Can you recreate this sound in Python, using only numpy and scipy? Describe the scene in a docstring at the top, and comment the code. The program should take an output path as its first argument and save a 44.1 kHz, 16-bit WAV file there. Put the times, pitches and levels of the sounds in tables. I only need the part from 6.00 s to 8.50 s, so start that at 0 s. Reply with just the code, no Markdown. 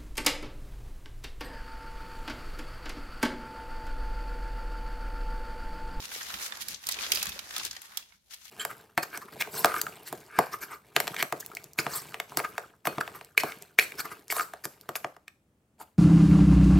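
"""A wooden table in a small quiet room, a stereo pair of microphones close to the hands.
Stiff strips of foil and paper are unrolled and folded. Sliding, they rustle with tiny clicks; bending,
they swish and pop. Creases snap through, each ringing the sheet for a few ms, and in the taut fold the
foil rings on. Hands and rolls bump the table softly, and the walls answer the sheets with a short tail."""
import sys
import numpy as np
from scipy import signal
from scipy.fft import rfft, irfft
from scipy.io import wavfile

SR = 44100
rng = np.random.default_rng(int(sys.argv[2]) if len(sys.argv) > 2 else 0)


def master(y):
    """Save y as 16-bit WAV."""
    cut = np.clip(np.atleast_2d(y).T, -1, 1)
    pcm = np.round(cut * 32767)  # scale
    wavfile.write(sys.argv[1], SR, pcm.astype(np.int16))


N = 110250

# Creases snapping through. Each row: start in seconds, low, middle, high and top band levels in dB,
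# the facet's own note in Hz, its relative level in dB, left over right in dB.
SNAPS = [(0.0244, -50, -45.0, -45, -55, 4370, -47, -3), (0.054, -49.0, -50, -37.5, -43, 2800, -37, 5.0),
         (0.1166, -43.0, -43, -59, -59, 1542, -38, -4), (0.2103, -37.5, -42, -44, -55, 1840, -33, -4),
         (0.2305, -52, -47, -42, -53, 6550, -34, 1), (0.3025, -39.5, -44, -42, -55.0, 3920, -37, 1),
         (0.3403, -36.5, -31.5, -35, -43.0, 1860, -40, -4.5), (0.3981, -61, -55.0, -44, -49, 6330, -44, 2),
         (0.462, -43, -43.0, -35, -45, 6050, -42, 1.0), (0.5224, -35.5, -41, -41.0, -59, 3560, -29, -2.5),
         (0.5709, -45.5, -48.0, -41.5, -49, 2000, -49, -5), (0.6136, -50, -49, -45, -39.5, 1900, -46, -14),
         (0.6841, -54, -47, -33.5, -32, 4800, -34, -5), (0.7446, -64, -47, -34, -49.0, 5430, -36, 9),
         (0.8394, -48.5, -44.5, -45, -54, 1770, -53, -1), (0.8688, -66, -46, -30.5, -31.5, 6000, -37, -2.5),
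         (0.8887, -36, -31.5, -26.5, -26, 1980, -31.5, 2.0), (0.9135, -58, -58, -30, -38, 6520, -40, -9),
         (0.9217, -56, -47, -32, -33, 5330, -36, -4.0), (0.943, -54, -35.5, -38.0, -48, 4100, -34, 13.0),
         (0.988, -52, -35, -53, -50.0, 2490, -29.5, -3), (1.0184, -52, -42, -35.0, -42, 6450, -30, 17),
         (1.0265, -50, -40, -38, -42, 5200, -42, 4), (1.0647, -54, -37, -38, -54, 2000, -41, 5),
         (1.1032, -40, -48, -49, -42, 3970, -41, 0), (1.1192, -36.5, -23.5, -20.5, -21.0, 2810, -21, -4),
         (1.1343, -50, -43, -38, -35, 2500, -40, -4), (1.146, -50, -43, -36, -37, 4800, -40, -3),
         (1.15, -54, -40, -36, -30.0, 4760, -41, -8.0), (1.1579, -59, -40, -32, -37, 4820, -19.5, -7),
         (1.1721, -44, -33, -34.0, -39.0, 2790, -29, 1), (1.2184, -49, -39, -40, -52.0, 2580, -28.5, 4.0),
         (1.2281, -35, -38.5, -27, -27.5, 6140, -25, -4.0),
         (1.2556, -36.5, -50, -38.5, -36.0, 4690, -35, -7), (1.269, -54, -35, -39.5, -39, 6700, -27, 6),
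         (1.2922, -49, -49, -37.5, -36, 2560, -34, -1.5), (1.3199, -50, -41, -45.5, -55, 3530, -30, 0),
         (1.3914, -42.5, -36.5, -36.0, -41.0, 5030, -30, -6), (1.441, -52, -54, -53, -60, 3900, -54, 0),
         (1.5083, -44, -42, -41.5, -52, 3620, -49, 2), (1.5642, -42.5, -32, -32.5, -35, 3496, -25.5, -2),
         (1.5806, -48, -57, -34.5, -34, 4770, -36, 2), (1.5971, -40, -35.5, -36.5, -49, 2820, -40, 7),
         (1.6337, -65, -37, -38.5, -47, 4470, -41, 8), (1.6505, -49, -50, -28.5, -30, 3840, -40, 7),
         (1.711, -49.5, -41.5, -33, -45.5, 6570, -46, 0), (1.7305, -50, -52, -46, -50, 1610, -50, 0),
         (1.7656, -49, -42, -40, -51, 1900, -38, -1), (1.8179, -57, -48.5, -50.5, -41.5, 4230, -54, 1),
         (1.9202, -54, -53, -58, -66, 1500, -53, 2), (1.9725, -42.5, -38.5, -29, -29.5, 3340, -29, -5.5),
         (2.026, -60, -54, -64.5, -68.0, 2730, -49, 4), (2.1219, -60.5, -59.5, -70, -80, 2190, -49, -15),
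         (2.3421, -60, -60.0, -44, -41, 6200, -45, 6), (2.4543, -53, -55, -47, -46.5, 5760, -49, 9)]
# The sliding of the sheets. Each row: time in seconds, relative low, middle and treble levels in dB,
# left over right in dB.
SLIDING = [(0, -60, -50.5, -56, -0.5), (0.042, -50, -43, -45.5, 0), (0.075, -55, -51, -56, -2),
           (0.11, -53, -46.5, -49.5, 2), (0.15, -47.5, -39.5, -43.5, 1.5), (0.26, -50.5, -44.5, -48.5, 2.5),
           (0.31, -46, -42.5, -45.5, 0.5), (0.38, -49.5, -44.5, -50, -1), (0.42, -42, -38.5, -40.5, -1.5),
           (0.46, -47.5, -39, -42, 1.5), (0.505, -52, -50.5, -55, -4), (0.55, -50.5, -48, -55, -2),
           (0.595, -52, -51, -53.5, -1), (0.62, -52, -38, -39, -4.5), (0.65, -55, -53.5, -56, -4),
           (0.675, -50, -47, -53, 0), (0.705, -53, -44.5, -41.5, 2.5), (0.745, -54.5, -45, -56, 1),
           (0.78, -64.5, -57, -65, 1), (0.83, -60.5, -54, -57, 0), (0.86, -53, -50, -53, -1),
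           (0.905, -47, -41, -47, -1), (0.925, -54, -38.5, -51, 0), (0.965, -48, -44.5, -55, -0.5),
           (1.031, -42.5, -36, -42, 0.5), (1.09, -47.5, -44, -48, -1), (1.14, -43.5, -38.5, -45, -1.5),
           (1.2, -47.5, -37, -42.5, -2), (1.265, -44, -40, -48, 5.5), (1.31, -54, -48, -53, -4),
           (1.37, -51.5, -48.5, -53.5, 1), (1.44, -52.5, -52.5, -59.5, -0.5), (1.49, -58, -51.5, -52, -1),
           (1.55, -43.5, -41.5, -47, 0), (1.6, -55, -40.5, -53, -1), (1.667, -45, -42, -42, 2),
           (1.695, -64, -53, -67, 0), (1.75, -57.5, -52, -55.5, 0), (1.805, -61.5, -56, -64, 5.5),
           (1.856, -54, -48.5, -53, 2), (1.885, -58.5, -58, -63, -1), (1.96, -55.5, -55, -59, 0.5),
           (2.0, -60, -54, -71, 1), (2.05, -72, -61.5, -72, 2), (2.14, -68, -64, -67, 1.5),
           (2.2, -92, -76.5, -80.5, 0.5), (2.24, -88, -80.5, -77, 3), (2.292, -80, -66, -68.5, 4),
           (2.31, -63, -49, -51.5, 10), (2.335, -57.5, -46, -50, 1.5), (2.365, -70, -57.5, -67, 4),
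           (2.395, -71, -64, -65, 3), (2.42, -63.5, -55, -58, 7), (2.5, -68, -51.5, -55.5, 0.5)]
# The colour of the sheets. Each row: frequency in Hz, relative level in dB.
SHEET_COLOUR = [(88, -34.5), (150, -14), (201, -4), (240, -13), (524, -11), (612, -10.5), (1080, -5.5),
                (1450, -3.5), (3040, -1.5), (3620, -0.5), (6770, -2), (7620, -6), (12200, -3),
                (15100, -9.5), (16000, -15)]


def amp(db):
    """Decibels to gain."""
    return 10 ** (np.asarray(db) / 20)


def unit(x):
    """Scale to an rms of one."""
    return x / np.sqrt(np.mean(x ** 2))


def fade(t, t60):
    """A decay that loses 60 dB in t60 seconds."""
    return np.exp(-np.log(1000) * t / t60)


def colour(x, points, lo_hz=0, hi_hz=1e6):
    """Filter by (Hz, dB) points, between two band edges."""
    f = np.maximum(np.arange(N + 1) * SR / (2 * N), 1)
    hz, db = np.array(points, float).T
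    band = 1 / np.sqrt((1 + (lo_hz / f) ** 10) * (1 + (f / hi_hz) ** 10))
    gain = amp(np.interp(np.log(f), np.log(hz), db))
    return irfft(rfft(x, 2 * N) * band * gain)[..., :N]


def place(pan_db):
    """Left and right gains at constant power."""
    gains = amp(np.array([pan_db, -pan_db]).reshape(2, -1) / 2)
    return gains / np.sqrt(np.mean(gains ** 2, axis=0))


def convolve(x, response):
    """Pass a sound through a response."""
    return signal.fftconvolve(np.atleast_2d(x), np.atleast_2d(response), axes=1)[:, :N]


def add(out, start, sound):
    """Mix a short sound in at a time in seconds."""
    part = out[:, int(start * SR):][:, :sound.shape[-1]]
    part += sound[..., :part.shape[1]]


def ring(modes):
    """Half a second of decaying modes, each starting at a chance phase."""
    t = np.arange(SR // 2) / SR
    return sum(amp(db) * fade(t, t60) * np.sin(2 * np.pi * (hz * t + rng.random()))
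               for hz, db, t60 in modes)


def note(hz, t60, apart_cycles=0.25):
    """One short mode of a patch of sheet, swelling over a cycle or two, out of phase between the sides."""
    t = np.arange(SR // 16) / SR
    phase = rng.random() + rng.choice([-1, 1]) * np.array([[0], [apart_cycles]])
    swell = 1 - np.exp(-(t * hz) ** 2)
    return np.sin(2 * np.pi * (hz * t + phase)) * fade(t, t60) * swell


def sheet_noise(lo_hz, hi_hz):
    """The sheet's many overlapping modes in one band, unrelated at the two microphones."""
    return colour(rng.standard_normal((2, N)), SHEET_COLOUR, lo_hz, hi_hz)


def shifting_noise(lo_hz, hi_hz, bands=3, flicker_db=2, flicker_per_s=45):
    """Sheet noise whose neighbouring bands swell and fade on their own as the contacts move."""
    edges = np.geomspace(lo_hz, hi_hz, bands + 1)
    steps = np.arange(N) / SR * flicker_per_s
    out = 0
    for lo, hi in zip(edges, edges[1:]):
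        noise = sheet_noise(lo, hi)
        flicker = np.interp(steps, np.arange(1000), rng.standard_normal(1000))
        out += noise * amp(flicker_db * flicker)
    return unit(out)


def room_air(level_db=-83):
    """The faint steady air of the room, mostly bass."""
    # Each row: frequency in Hz, relative level in dB.
    spectrum = [(30, -6), (120, -3.5), (300, -16), (2000, -20), (6000, -19), (16000, -35.5)]
    return amp(level_db) * unit(colour(rng.standard_normal((2, N)), spectrum))


def rustle(t, clicks_per_s=900, click_fall_s=0.0021, clicks_db=-2.5, rubbing_db=-4, spread_db=2.5):
    """Sliding sheets catch and slip: a shower of tiny clicks of uneven size over smooth rubbing."""
    edges_hz = (750, 2000, 7000, 17000)
    times, *levels, pan = np.array(SLIDING, float).T
    slips = rng.random(N) < clicks_per_s / SR
    clicks = slips * amp(spread_db * np.minimum(rng.exponential(size=N), 4.5))
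    power_decay = np.exp(-2 * t[:SR // 20] / click_fall_s)
    out = 0
    for db, lo, hi in zip(levels, edges_hz, edges_hz[1:]):
        band_clicks = clicks * amp(2.5 * rng.standard_normal(N))  # each click has its own colour
        power = np.abs(convolve(band_clicks ** 2, power_decay))
        grain = np.sqrt(power / power.mean() * amp(clicks_db) ** 2 + amp(rubbing_db) ** 2)
        out += grain * shifting_noise(lo, hi) * amp(np.interp(t, times, db))
    return out * place(np.interp(t, times, pan))


def swish(t):
    """Whole sheets bend and push the air with a low, uneven swish."""
    # Each row: time in seconds, level in dB.
    bending = [(0, -61), (.12, -59), (.3, -59.5), (.45, -58.5), (.56, -60), (.62, -62), (.75, -62.5),
               (.81, -76.5), (.9, -58), (1.05, -54.5), (1.16, -53.5), (1.3, -58), (1.42, -63.5), (1.5, -60),
               (1.6, -56.5), (1.67, -60), (1.72, -66.5), (1.85, -72.5), (1.98, -70), (2.08, -78.5),
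               (2.22, -89.5), (2.33, -74), (2.42, -83), (2.5, -79)]
    return shifting_noise(lo_hz=232, hi_hz=763, bands=2) * amp(np.interp(t, *np.array(bending).T))


def crackles(per_s=220, lo_hz=1380, hi_hz=8870, gain_db=-3):
    """Small facets flip at random, each at its own pitch, following the loudness of the sliding."""
    times, _, middle, _, pan = np.array(SLIDING, float).T
    out = np.zeros((2, N))
    for when, pitch, size, side in rng.random((int(per_s * N / SR), 4)):
        start = when * N / SR
        hz = lo_hz * (hi_hz / lo_hz) ** pitch
        db = np.interp(start, times, middle) + gain_db - 2.5 * np.log(size + .06)  # a few stand out
        pan_db = np.interp(start, times, pan) + 12 * (side - .5)
        add(out, start, amp(db) * place(pan_db) * note(hz, t60=0.01))
    return out


def table_rumble(t, apart=0.94):
    """Sheets and hands moving on the table make a rumble, partly common to both microphones."""
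    # Each row: time in seconds, level in dB.
    handling = [(0, -66), (.35, -66), (.55, -77), (.72, -56), (.81, -74), (.88, -62.5), (1.35, -61),
                (1.5, -66.5), (1.68, -60.5), (1.82, -75), (2.2, -78.5), (2.5, -75.5)]
    # Each row: frequency in Hz, relative level in dB.
    spectrum = [(20, -32), (38, -13), (56, 3), (85, -0.5), (120, -7.5), (170, -6.5), (215, -8), (300, -12),
                (900, -56)]
    noise = rng.standard_normal(N) + apart * rng.standard_normal((2, N))
    return unit(colour(noise, spectrum)) * amp(np.interp(t, *np.array(handling).T))


def table_bumps(t, push_s=0.0081, gain_db=2):
    """Soft pushes from hands and rolls ring the table top."""
    # Each row: start in seconds, relative level in dB.
    bumps = [(.005, -58), (.16, -73), (0.333, -50.5), (0.521, -61.5), (.6, -57), (0.717, -58), (.856, -64),
             (1.135, -61), (1.199, -55.5), (1.268, -46), (1.59, -69), (1.675, -62.5), (1.89, -71),
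             (2.01, -72.5), (2.14, -70.5), (2.387, -76)]
    # The wood's modes. Each row: frequency in Hz, relative level in dB, seconds to fall 60 dB.
    table_modes = [(57, -3.5, 0.3), (84.4, -5, 0.21), (142, -6, 0.21), (173, 4, 0.085), (208.6, -2, 0.22)]
    push = 1 - np.exp(-t[:SR // 2] / push_s)
    out = np.zeros((2, N))
    for start, db in bumps:
        add(out, start, amp(db + gain_db) * ring(table_modes) * push)
    return out


def snaps(t, hard_attack_s=0.0004, soft_extra_s=0.00045, hold_s=0.0018, fall_at_5khz_s=0.0039):
    """A crease buckles, the weaker the more slowly; then the sheet's ring dies, the treble first."""
    edges_hz = (600, 2000, 4000, 7500, 17000)
    hard_db, soft_range_db = -27.5, 15.5
    out = np.zeros((2, N))
    for band, (lo, hi) in enumerate(zip(edges_hz, edges_hz[1:])):
        fall_s = fall_at_5khz_s * (5000 / np.sqrt(lo * hi)) ** 0.23
        envelope = np.zeros((2, N))
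        for start, *levels, _, _, pan in SNAPS:
            onset = int(start * SR)
            near = slice(max(onset - SR // 200, 0), onset + SR // 20)
            age = t[near] - start
            softness = np.clip((hard_db - max(levels)) / soft_range_db, 0, 1)
            attack_s = hard_attack_s + soft_extra_s * softness
            shape = np.exp(np.minimum(age, 0) / attack_s - np.maximum(age - hold_s, 0) / fall_s)
            envelope[:, near] += amp(levels[band]) * shape * place(pan)
        out += envelope * unit(sheet_noise(lo, hi))
    return out


def facets(t, note_gain_db=1.5, ring_cycles=71, crack_gain_db=3.5, crack_fall_s=0.0004, lag_s=0.00022):
    """Each snap rings its own facet and opens with a crack that reaches the nearer microphone first."""
    out = np.zeros((2, N))
    age = t[:SR // 200]
    for start, *_, top_db, hz, db, pan in SNAPS:
        add(out, start, amp(db + note_gain_db) * place(pan) * note(hz, t60=ring_cycles / hz))
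        bright_noise = np.diff(rng.standard_normal(len(age) + 1))
        crack = amp(top_db + crack_gain_db) * bright_noise * np.exp(-age / crack_fall_s)
        for mic, farther in enumerate((pan < 0, pan >= 0)):
            add(out[mic:mic + 1], start + farther * lag_s, place(pan)[mic] * crack)
    return out


def flex_pops():
    """Wide curved patches of sheet flex with a lower, hollow pop."""
    # Each row: start in seconds, main note in Hz, level in dB.
    pops = [(.159, 450, -40.5), (.969, 442, -50), (1.067, 574, -42), (1.135, 430, -35), (1.172, 600, -39),
            (1.361, 574, -40.5), (1.566, 1277, -37.5), (1.6, 924, -39), (1.612, 1096, -37.5),
            (1.658, 346, -43.5), (1.766, 768, -46.5)]
    # A patch's modes. Each row: ratio to the main note, relative level in dB.
    patch_modes = [(.74, -7.5), (1, 1), (1.33, -6)]
    out = np.zeros((2, N))
    for start, hz, db in pops:
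        for ratio, mode_db in patch_modes:
            add(out, start, amp(db + mode_db) * note(hz * ratio, t60=0.032, apart_cycles=0.075))
    return out


def foil_ring(fold_from_s=0.99, fold_to_s=1.26, gain_db=-19.5):
    """Snaps in the taut fold leave a faint metallic ring in proportion to their strength."""
    # Each row: frequency in Hz, relative level in dB, seconds to fall 60 dB.
    foil_modes = [(2480, 0, 0.32), (2560, -2.5, 0.83), (2860, -3, 0.13), (3240, 15, 0.067), (3320, -7, .3),
                  (4400, -6.5, 0.17), (4960, 6, 0.32), (4570, 5, 0.22), (6600, -10, .15), (7122, -8.5, .15)]
    out = np.zeros((2, N))
    for start, _, middle_db, *_ in SNAPS:
        if fold_from_s < start < fold_to_s:
            add(out, start, amp(middle_db + gain_db) * np.array([ring(foil_modes), ring(foil_modes)]))
    return out


def room(x, gain_db=-14, low_t60=0.27, top_t60=0.22, split_hz=7000, delay_s=0.008):
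    """A short diffuse tail from the walls, duller as it fades."""
    t = np.arange(SR // 2) / SR
    tail = 0
    for side, t60 in (("low", low_t60), ("high", top_t60)):
        band = signal.butter(2, split_hz, side, fs=SR, output="sos")
        tail += signal.sosfilt(band, rng.standard_normal((2, len(t)))) * fade(t, t60) * (t > delay_s)
    tail /= np.sqrt(np.sum(tail ** 2) / 2)
    return amp(gain_db) * convolve(x.sum(axis=0) / np.sqrt(2), tail)


def microphones(x, shared_hz=600):
    """Two closely spaced microphones hear the bass much alike and colour the treble differently."""
    # Each row: frequency in Hz, left over right in dB.
    balance = [(200, 2), (700, -0.5), (1400, 2), (3500, -1.5), (6000, 1.5), (9000, -0.5), (12500, -5.5),
               (16000, -7.5)]
    mid = colour((x[0] + x[1]) / 2, [(shared_hz / 2, 2), (shared_hz * 2, 0)])
    side = colour((x[0] - x[1]) / 2, [(shared_hz / 2, -4), (shared_hz * 2, 0)])
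    left = colour(mid + side, [(hz, db / 2) for hz, db in balance])
    right = colour(mid - side, [(hz, -db / 2) for hz, db in balance])
    return np.array([left, right])


def scene():
    """Sheets and room at the close pair, with the table's low sounds underneath."""
    t = np.arange(N) / SR
    air = room_air()
    table = table_bumps(t) + table_rumble(t)
    sheets = snaps(t) + facets(t) + flex_pops() + foil_ring() + rustle(t) + swish(t) + crackles()
    return microphones(sheets + room(sheets) + air) + table


def record(dry):
    """The recorder cuts the top steeply above 16 kHz."""
    return signal.sosfilt(signal.ellip(10, .2, 75, 16000, fs=SR, output="sos"), dry)


dry = scene()
out = record(dry)
master(out)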